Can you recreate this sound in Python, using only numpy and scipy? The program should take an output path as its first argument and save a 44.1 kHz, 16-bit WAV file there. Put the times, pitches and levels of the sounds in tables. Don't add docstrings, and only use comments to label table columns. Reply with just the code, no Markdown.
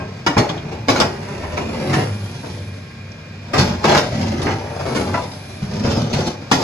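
import sys
import numpy as np
from scipy import signal
from scipy.fft import rfft, irfft, next_fast_len
from scipy.io import wavfile
from scipy.ndimage import uniform_filter1d, map_coordinates

SR = 44100
rng = np.random.default_rng(int(sys.argv[2]) if len(sys.argv) > 2 else 0)


def inscribe(sig):
    pcm = np.round(np.clip(np.atleast_2d(sig).T, -1, 1) * 32767)
    wavfile.write(sys.argv[1], SR, pcm.astype(np.int16))


N = 292383
TIME = np.arange(N) / SR

# (frequency [Hz], level per Hz [dB])
DRONE_COLOUR = [(30, -50), (50, -16), (95, -2), (145, 1), (220, -9), (320, -14), (500, -15.5), (800, -24),
                (2300, -20.5), (3000, -26.5), (5200, -28), (7800, -43), (11000, -48.5)]
# (frequency [Hz], level [dB])
WHINE_TONES = [(96.9, -38), (226.1, -46), (1077, -58.5), (1615, -53.5), (2417, -50.5), (5109, -63.5)]
# (wedge bites [s], halves part [s], burst level [dB], tearing level [dB], parting level [dB])
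SPLITS = [(0.895, 1.989, -23, -30.5, -22), (3.854, 5.003, -16.5, -35.5, -23.5)]
# (frequency [Hz], level [dB], t60 [s])
FRAME_MODES = [(630, -2.5, 0.35), (1066, -5, 0.48), (1600, -4.5, 0.33), (2500, -6.5, 0.24)]
# (time [s], level [dB], pitch [Hz], t60 [s])
CHIP_TICKS = [(0.492, -24, 3350, 0.11), (0.577, -34, 3300, 0.13), (3.119, -34, 5600, 0.02),
              (4.43, -37.5, 10500, 0.069)]
# (from [s], to [s], centre [Hz], width [Hz], level [dB])
RASPS = [(5.823, 5.984, 5120, 300, -37.5), (6.106, 6.288, 6050, 450, -41)]
# (from [s], to [s], first rate [Hz], last rate [Hz], level [dB])
JUDDERS = [(1.941, 2.286, 112.6, 97.8, -22), (2.283, 2.912, 102.8, 95, -31), (4.21, 4.32, 98, 98, -22.5),
           (4.95, 5.23, 101.4, 88.7, -25), (5.9, 6.09, 119.6, 107.6, -20.5),
           (6.11, 6.25, 139.5, 129.6, -20.5)]
# (from [s], to [s], first rate [Hz], last rate [Hz], level [dB])
CREAKS = [(4.4, 4.46, 556, 537, -30.5), (4.85, 4.95, 740, 685, -32), (5.94, 6.03, 605.5, 599, -29.5)]
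# (frequency [Hz], level [dB], t60 [s])
BILLET_MODES = [(679, -7, 0.29), (990, -5.5, 0.28), (1362, -1.5, 0.072), (1984, -5, 0.06)]
# (time [s], level [dB])
BILLET_HITS = [(5.141, -13), (5.153, -21), (5.175, -18.5)]
# (frequency [Hz], level over the thud [dB], t60 [s])
BOOM_MODES = [(135.2, -5.5, 0.28), (208.4, -3.5, 0.15)]
# (time [s], level [dB], thud [dB], clack [dB], snap [dB], contact length [s])
KNOCKS = [(0.264, -4.5, -13, -2.5, -8, 0.0074), (0.367, -4, -4.5, -8.5, -23, 0.0078),
          (0.378, -5, -7.5, -5.5, -7, 0.0098), (0.49, -23.5, -3, 3, -3, 0.0098),
          (2.43, -21, -30, -9, -21, 0.049), (3.534, -6.5, -14, -3.5, -11, 0.034),
          (3.58, -5.5, -3, -6.5, -3, 0.028), (4.467, -8.5, -30, -6.5, -30, 0.03),
          (5.14, -16, -7, -1, -15.5, 0.011), (5.619, -31.5, 18.5, 0, -2, 0.023),
          (5.845, -9.5, -2.5, -11, -17, 0.019), (5.899, -12, -12, -11.5, -8.5, 0.035),
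          (5.964, -12, -2, -19, -12.5, 0.018), (6.13, -16.5, 6, -4, -1, 0.009),
          (6.184, -14, 0.5, -12, -10, 0.011), (6.514, -1, -17, -5.5, -8.5, 0.011),
          (6.523, -18, 5, -3.5, 5, 0.022)]
# (time [s], level [dB], thud [dB], clack [dB], snap [dB], break length [s])
CRACKS = [(0.884, -2, -22, -2, -7, 0.0094), (0.893, -8.5, -21, -16, -4, 0.017),
          (0.957, -11.5, -16, 0.5, -5, 0.022), (1.001, -1.5, -12.5, -8, -4, 0.0062),
          (1.013, -8, -10, 2.5, -14, 0.0055), (1.439, -18.5, -12, -5, -20, 0.0083),
          (1.571, -10.5, -11, -4, -13, 0.012), (1.931, -12.5, -3, 3, -4, 0.011),
          (3.842, -4, -23, -2.5, -10, 0.009), (3.872, -6.5, -7, -5.5, -13, 0.024),
          (3.949, -12, -4, 7, -1.5, 0.0076), (3.969, -4, -20, -2.5, -4, 0.018),
          (4.418, -20.5, -13, -4, -0.5, 0.0055), (4.949, -15.5, -5, 2, -2, 0.024)]
# (strongest at [s], rise [s], fall [s],
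# crunch level [dB], rumble above crunch [dB], splinter above crunch [dB]); rise and fall span 20 dB
SLIDES = [(0.0, 0.092, 0.21, -31, 3, -21), (0.14, 0.47, 0.97, -43.5, 10, -8),
          (0.43, 0.035, 0.39, -28.5, -0.5, -19), (0.68, 0.3, 0.38, -31, 5, -16),
          (3.62, 0.097, 0.23, -19.5, 4, -12), (3.72, 0.12, 0.14, -35, 1, -18),
          (4.28, 0.86, 0.2, -27, 5.5, -10.5), (4.49, 0.31, 0.16, -21.5, 2, -14.5),
          (5.17, 0.57, 0.19, -26, -13, -15.5), (5.74, 0.15, 0.33, -30.5, 9.5, -8),
          (5.879, 0.11, 0.17, -22.5, 8, -11.5), (6.01, 0.19, 0.12, -32, 14, -5),
          (6.16, 0.26, 0.35, -24, -1, -11), (6.28, 0.054, 0.058, -23.5, 6, -4),
          (6.62, 0.095, 0.27, -17.5, -3, -8)]
# (frequency [Hz], level per Hz [dB])
WOOD_COLOUR = [(30, -54), (50, -27), (80, -3), (140, -5), (300, -5.5), (600, -6), (1200, -9.5),
               (2000, -13.5), (3900, -18.5), (5000, -15.5), (6200, -21), (7800, -33.5), (11000, -38.5)]
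# (centre [Hz], width [Hz], boost [dB])
TABLE_MODES = [(96, 44, 3.4), (145, 22, 7.5), (211, 28, 4.2), (267, 45, 4.5), (369, 43, 3.6),
               (467, 9.1, 2.1), (557, 18, 4.1), (603, 17.5, 6.9)]
# (frequency [Hz], t60 [s])
SHEET_FADE = [(100, 0.14), (500, 0.029), (1700, 0.11), (6000, 0.093)]
# (low [Hz], high [Hz])
BANDS = [(20, 250), (250, 1000), (1000, 3000), (3000, 13000)]
# (frequency [Hz], likeness)
LIKENESS = [(130, 1), (270, 0.98), (480, 0.71), (1400, 0.29), (3100, 0.51), (3600, -0.12), (4400, 0.39),
            (5500, -0.28), (6600, 0.55), (7500, 1), (8400, -0.65), (9400, -1.52), (10400, 1)]
# (frequency [Hz], left minus right [dB])
PORT_BALANCE = [(350, 0), (750, 3.5), (1200, 1.4), (2350, -3.1), (3800, 1.8), (5400, -2.2), (7500, .6)]
# (frequency [Hz], left leads by [radians])
PORT_LEAD = [(230, 0), (600, .6), (1300, .1), (1700, -.7), (2100, -.1), (2350, 1.1), (3300, 2.9), (3750, 0)]

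TOP_HZ = 11780
BURST_S, BURST_RISE_S, BURST_FALL_S = 0.098, 0.03, 0.16
PART_RISE_S, PART_FALL_S = 0.6, 0.19
BURST_COLOUR, TEAR_COLOUR, PART_COLOUR = (-3.5, 0, -12), (0, 0, -16), (1.9, 0, -14.5)
RETURN_S, RETURN_FALL_S, RETURN_SCRAPE_DB = 0.54, 0.5, (-37, -39, -45)
OIL_PUSH_DB, OIL_PEAK_DB, OIL_RETURN_DB = -56, -40, -50.5
OIL_RISE_S, OIL_FALL_S = 0.31, 0.16
RASP_EDGE_S = 0.052
CLICK_S = 0.0024
SHEET_TAIL_DB, SHEET_TAIL_S = -7, 0.35


def amp(db):
    return 10 ** (np.asarray(db) / 20)


def unit(x):
    return x / np.sqrt(np.mean(x ** 2) + 1e-20)


def along(points, hz):
    f, v = np.transpose(points)
    return np.interp(np.log(hz + 1), np.log(f + 1), v)


def wobble(rate):
    knots = rng.standard_normal(int(N * rate / SR) + 4)
    return map_coordinates(knots, [TIME * rate])


def swell(start, stop, rise_s, fall_s):
    before, after = np.maximum(start - TIME, 0), np.maximum(TIME - stop, 0)
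    return amp(-20 * (before / rise_s + after / fall_s))


def filtered(x, response):
    n = x.shape[-1]
    m = next_fast_len(n + 8192)
    spectrum = rfft(x, m) * response(np.fft.rfftfreq(m, 1 / SR))
    return irfft(spectrum, m)[..., :n]


def noise(gain, size):
    def mid_side(hz):
        turn = np.arccos(np.clip(along(LIKENESS, hz), -1, 1)) / 2
        return gain(hz) * [np.cos(turn), np.sin(turn)]

    mid, side = filtered(rng.standard_normal((2, size)), mid_side)
    return unit(np.array([mid + side, mid - side]))


def hiss(centre_hz, width_hz, size):
    return noise(lambda hz: 1 / (1 + (2 * (hz - centre_hz) / width_hz) ** 2), size=size)


def add(track, sound, s):
    part = track[:, round(s * SR):][:, :sound.shape[1]]
    part += sound[:, :part.shape[1]]


def drive(drone_db, whine_db, drift, flutter_db, swell_db):
    turns = np.cumsum(1 + drift * wobble(6.6)) / SR
    whine = np.zeros(N)
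    for hz, db in WHINE_TONES:
        level = amp(db + flutter_db * wobble(16) + swell_db * wobble(3.36))
        whine += level * np.sin(2 * np.pi * hz * turns + 0.25 * wobble(20))
    housing_db = lambda hz: 6 / (1 + (2 * (hz - 2420) / 90) ** 2)
    rumble = noise(lambda hz: amp(along(DRONE_COLOUR, hz) + housing_db(hz)), size=N)
    return rumble * amp(drone_db + 0.16 * wobble(34)) + amp(whine_db) * np.sqrt(2) * whine


def oil(centre_hz, width_hz):
    flow = []
    for bite, part, *_ in SPLITS:
        flow += [amp(OIL_PUSH_DB) * swell(bite + BURST_S, part, BURST_FALL_S, OIL_FALL_S),
                 amp(OIL_PEAK_DB) * swell(part, part, OIL_RISE_S, OIL_FALL_S),
                 amp(OIL_RETURN_DB) * swell(part, part + RETURN_S, OIL_RISE_S, RETURN_FALL_S)]
    level = np.linalg.norm(flow, axis=0) * amp(wobble(29))
    return level * hiss(centre_hz, width_hz, size=N)


def struck(modes, s, db, rattle):
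    out, t = np.zeros((2, N)), np.arange(SR // 2) / SR
    for hz, level_db, t60 in modes:
        wander = rattle * np.cumsum(rng.standard_normal(len(t))) / np.sqrt(SR)
        offset = rng.normal(0, 0.09, (2, 1))
        phase = 2 * np.pi * hz * t + uniform_filter1d(wander, SR // 500) + offset
        fade = amp(db + level_db - 60 * t / t60)
        add(out, fade * (1 - np.exp(-t / 0.0018)) * np.sin(phase), s)
    return out


def frame():
    return struck(FRAME_MODES, s=0, db=-28.5, rattle=5.7)


def chips(width_hz):
    out, t = np.zeros((2, N)), np.arange(SR // 8) / SR
    for s, db, hz, t60 in CHIP_TICKS:
        add(out, amp(db - 60 * t / t60) * hiss(hz, width_hz, size=len(t)), s)
    return out


def rasp(uneven_db):
    out = np.zeros((2, N))
    for start, stop, hz, width_hz, db in RASPS:
        flicker_db = np.clip(uneven_db * wobble(35), -4, 4)
        level = amp(db + flicker_db) * swell(start, stop, RASP_EDGE_S, RASP_EDGE_S)
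        out += level * hiss(hz, width_hz, size=N)
    return out


def stick_slip(rows, rough, overtone_db):
    out = np.zeros(N)
    for start, stop, first_hz, last_hz, db in rows:
        progress = np.clip((TIME - start) / (stop - start), 0, 1)
        rate_hz = first_hz + (last_hz - first_hz) * progress
        phase = 2 * np.pi * np.cumsum(rate_hz * (1 + rough * wobble(first_hz / 2))) / SR
        level = amp(db + 1.7 * wobble(24.86)) * np.sqrt(4 * progress * (1 - progress))
        out += level * (np.sin(phase) + amp(overtone_db) * np.sin(2 * phase))
    return out


def billet():
    return sum(struck(BILLET_MODES, s, db, rattle=11.4) for s, db in BILLET_HITS)


def body(hz, band):
    low, high = BANDS[band]
    modes_db = sum(db / (1 + (2 * (hz - centre) / width) ** 2) for centre, width, db in TABLE_MODES)
    return amp(along(WOOD_COLOUR, hz) + modes_db) * (hz > low) * (hz <= high)


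def ring(band, click_db, tail_db, tail_t60, ripple_db, ripple_hz):
    t = np.arange(SR // 3) / SR
    centre = np.sqrt(np.prod(BANDS[band]))
    click = amp(click_db - 60 * t / CLICK_S)
    damped = amp(-60 * t / along(SHEET_FADE, centre))
    shiver = amp(tail_db - 60 * t / tail_t60)
    onset = 1 - np.exp(-(2 * centre * t) ** 2)
    knots = rng.standard_normal(size=400)
    ripple = lambda hz: amp(ripple_db * np.interp(hz / ripple_hz, np.arange(len(knots)), knots))
    return noise(lambda hz: body(hz, band) * ripple(hz), size=len(t)) * (click + damped + shiver) * onset


def slips(rate, spread_db, size):
    chance, strength = rng.random(size), rng.exponential(size=size)
    sign = rng.choice([-1, 1], size)
    return (chance < rate / SR) * sign * amp(spread_db * np.minimum(strength, 3.5))


def blows(rows, gains_db, rate, spread_db, lead, build_s, click_db, tail_db, tail_t60):
    out, t = np.zeros((2, N)), np.arange(SR // 8) / SR
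    for s, db, thud_db, clack_db, snap_db, length in rows:
        flurry = (1 - np.exp(-t / build_s)) * np.exp(-(t / length) ** 2)
        force = slips(rate, spread_db, size=len(t)) * flurry
        force[0] = lead
        for band, colour_db in enumerate([thud_db, 0, clack_db, snap_db]):
            answer = ring(band, click_db, tail_db, tail_t60, ripple_db=3.5, ripple_hz=107.5)
            sound = signal.fftconvolve(force[None], answer, axes=1)
            strength = np.sqrt(np.mean(sound[:, :SR // 30] ** 2))
            add(out, sound / strength * amp(db + colour_db + gains_db[band]), s)
    return out


def knocks():
    boom = sum(struck(BOOM_MODES, s, db + thud_db, rattle=10) for s, db, thud_db, *_ in KNOCKS)
    return boom + blows(KNOCKS, gains_db=[-11.5, -12, -9.5, -9.5], rate=1100, spread_db=2.5, lead=1.7,
                        build_s=0.00082, click_db=3, tail_db=-10.5, tail_t60=0.51)


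def cracks():
    return blows(CRACKS, gains_db=[-10.5, -14, -12, -12], rate=650, spread_db=3, lead=1.6,
                 build_s=0.0017, click_db=2, tail_db=SHEET_TAIL_DB, tail_t60=SHEET_TAIL_S)


def effort(register):
    parts = []
    for s, rise, fall, db, rumble_db, splinter_db in SLIDES:
        colour_db = (rumble_db, 0, splinter_db)[register]
        parts.append(amp(db + colour_db) * swell(s, s, rise, fall))
    for bite, part, burst_db, tear_db, part_db in SPLITS:
        burst, tear = amp(burst_db + BURST_COLOUR[register]), amp(tear_db + TEAR_COLOUR[register])
        parting, scrape = amp(part_db + PART_COLOUR[register]), amp(RETURN_SCRAPE_DB[register])
        parts += [burst * swell(bite, bite + BURST_S, BURST_RISE_S, BURST_FALL_S),
                  tear * swell(bite, part, BURST_RISE_S, PART_FALL_S),
                  parting * swell(part, part, PART_RISE_S, PART_FALL_S),
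                  scrape * swell(part, part + RETURN_S, PART_RISE_S, RETURN_FALL_S)]
    return np.linalg.norm(parts, axis=0)


def tearing(rate, spread_db, gains_db, jerk_db, count):
    out, hop = np.zeros((2, N)), N // count
    force = slips(rate, spread_db, size=N + 2 * hop)
    force[hop:hop + N] *= amp(jerk_db * wobble(30))
    load = np.sin(np.pi * np.arange(2 * hop) / (2 * hop))
    for band, register in enumerate([0, 1, 1, 2]):
        grain = np.zeros((2, N + hop))
        for start in range(0, N, hop):
            answer = ring(band, click_db=3, tail_db=SHEET_TAIL_DB, tail_t60=SHEET_TAIL_S,
                          ripple_db=3, ripple_hz=70.06)
            pressed = force[start:start + 2 * hop] * load
            add(grain, signal.fftconvolve([pressed], answer, axes=1), start / SR)
        out += unit(grain[:, hop:]) * effort(register) * amp(gains_db[band])
    return out


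def scene():
    machine = drive(drone_db=-35.5, whine_db=-1, drift=0.001, flutter_db=2, swell_db=0.5)
    machine = machine + oil(centre_hz=9600, width_hz=2700)
    judder = stick_slip(JUDDERS, rough=0.0498, overtone_db=-9.5)
    creak = stick_slip(CREAKS, rough=0.12, overtone_db=-4)
    rubbing = judder + creak + rasp(uneven_db=11)
    torn = tearing(rate=520, spread_db=4, gains_db=[-1, 1, -7, 3], jerk_db=1.04, count=36)
    wood = billet() + knocks() + cracks() + torn
    return machine + frame() + chips(width_hz=760) + rubbing + wood


def record(dry):
    half = np.array([[0.5], [-0.5]])

    def port(hz):
        return amp(half * along(PORT_BALANCE, hz)) * np.exp(1j * half * along(PORT_LEAD, hz))

    ports = filtered(dry, port)
    rounded = ports / (1 + np.abs(ports) ** 6) ** (1 / 6)
    return filtered(rounded, lambda hz: hz < TOP_HZ)


dry = scene()
out = record(dry)
inscribe(out)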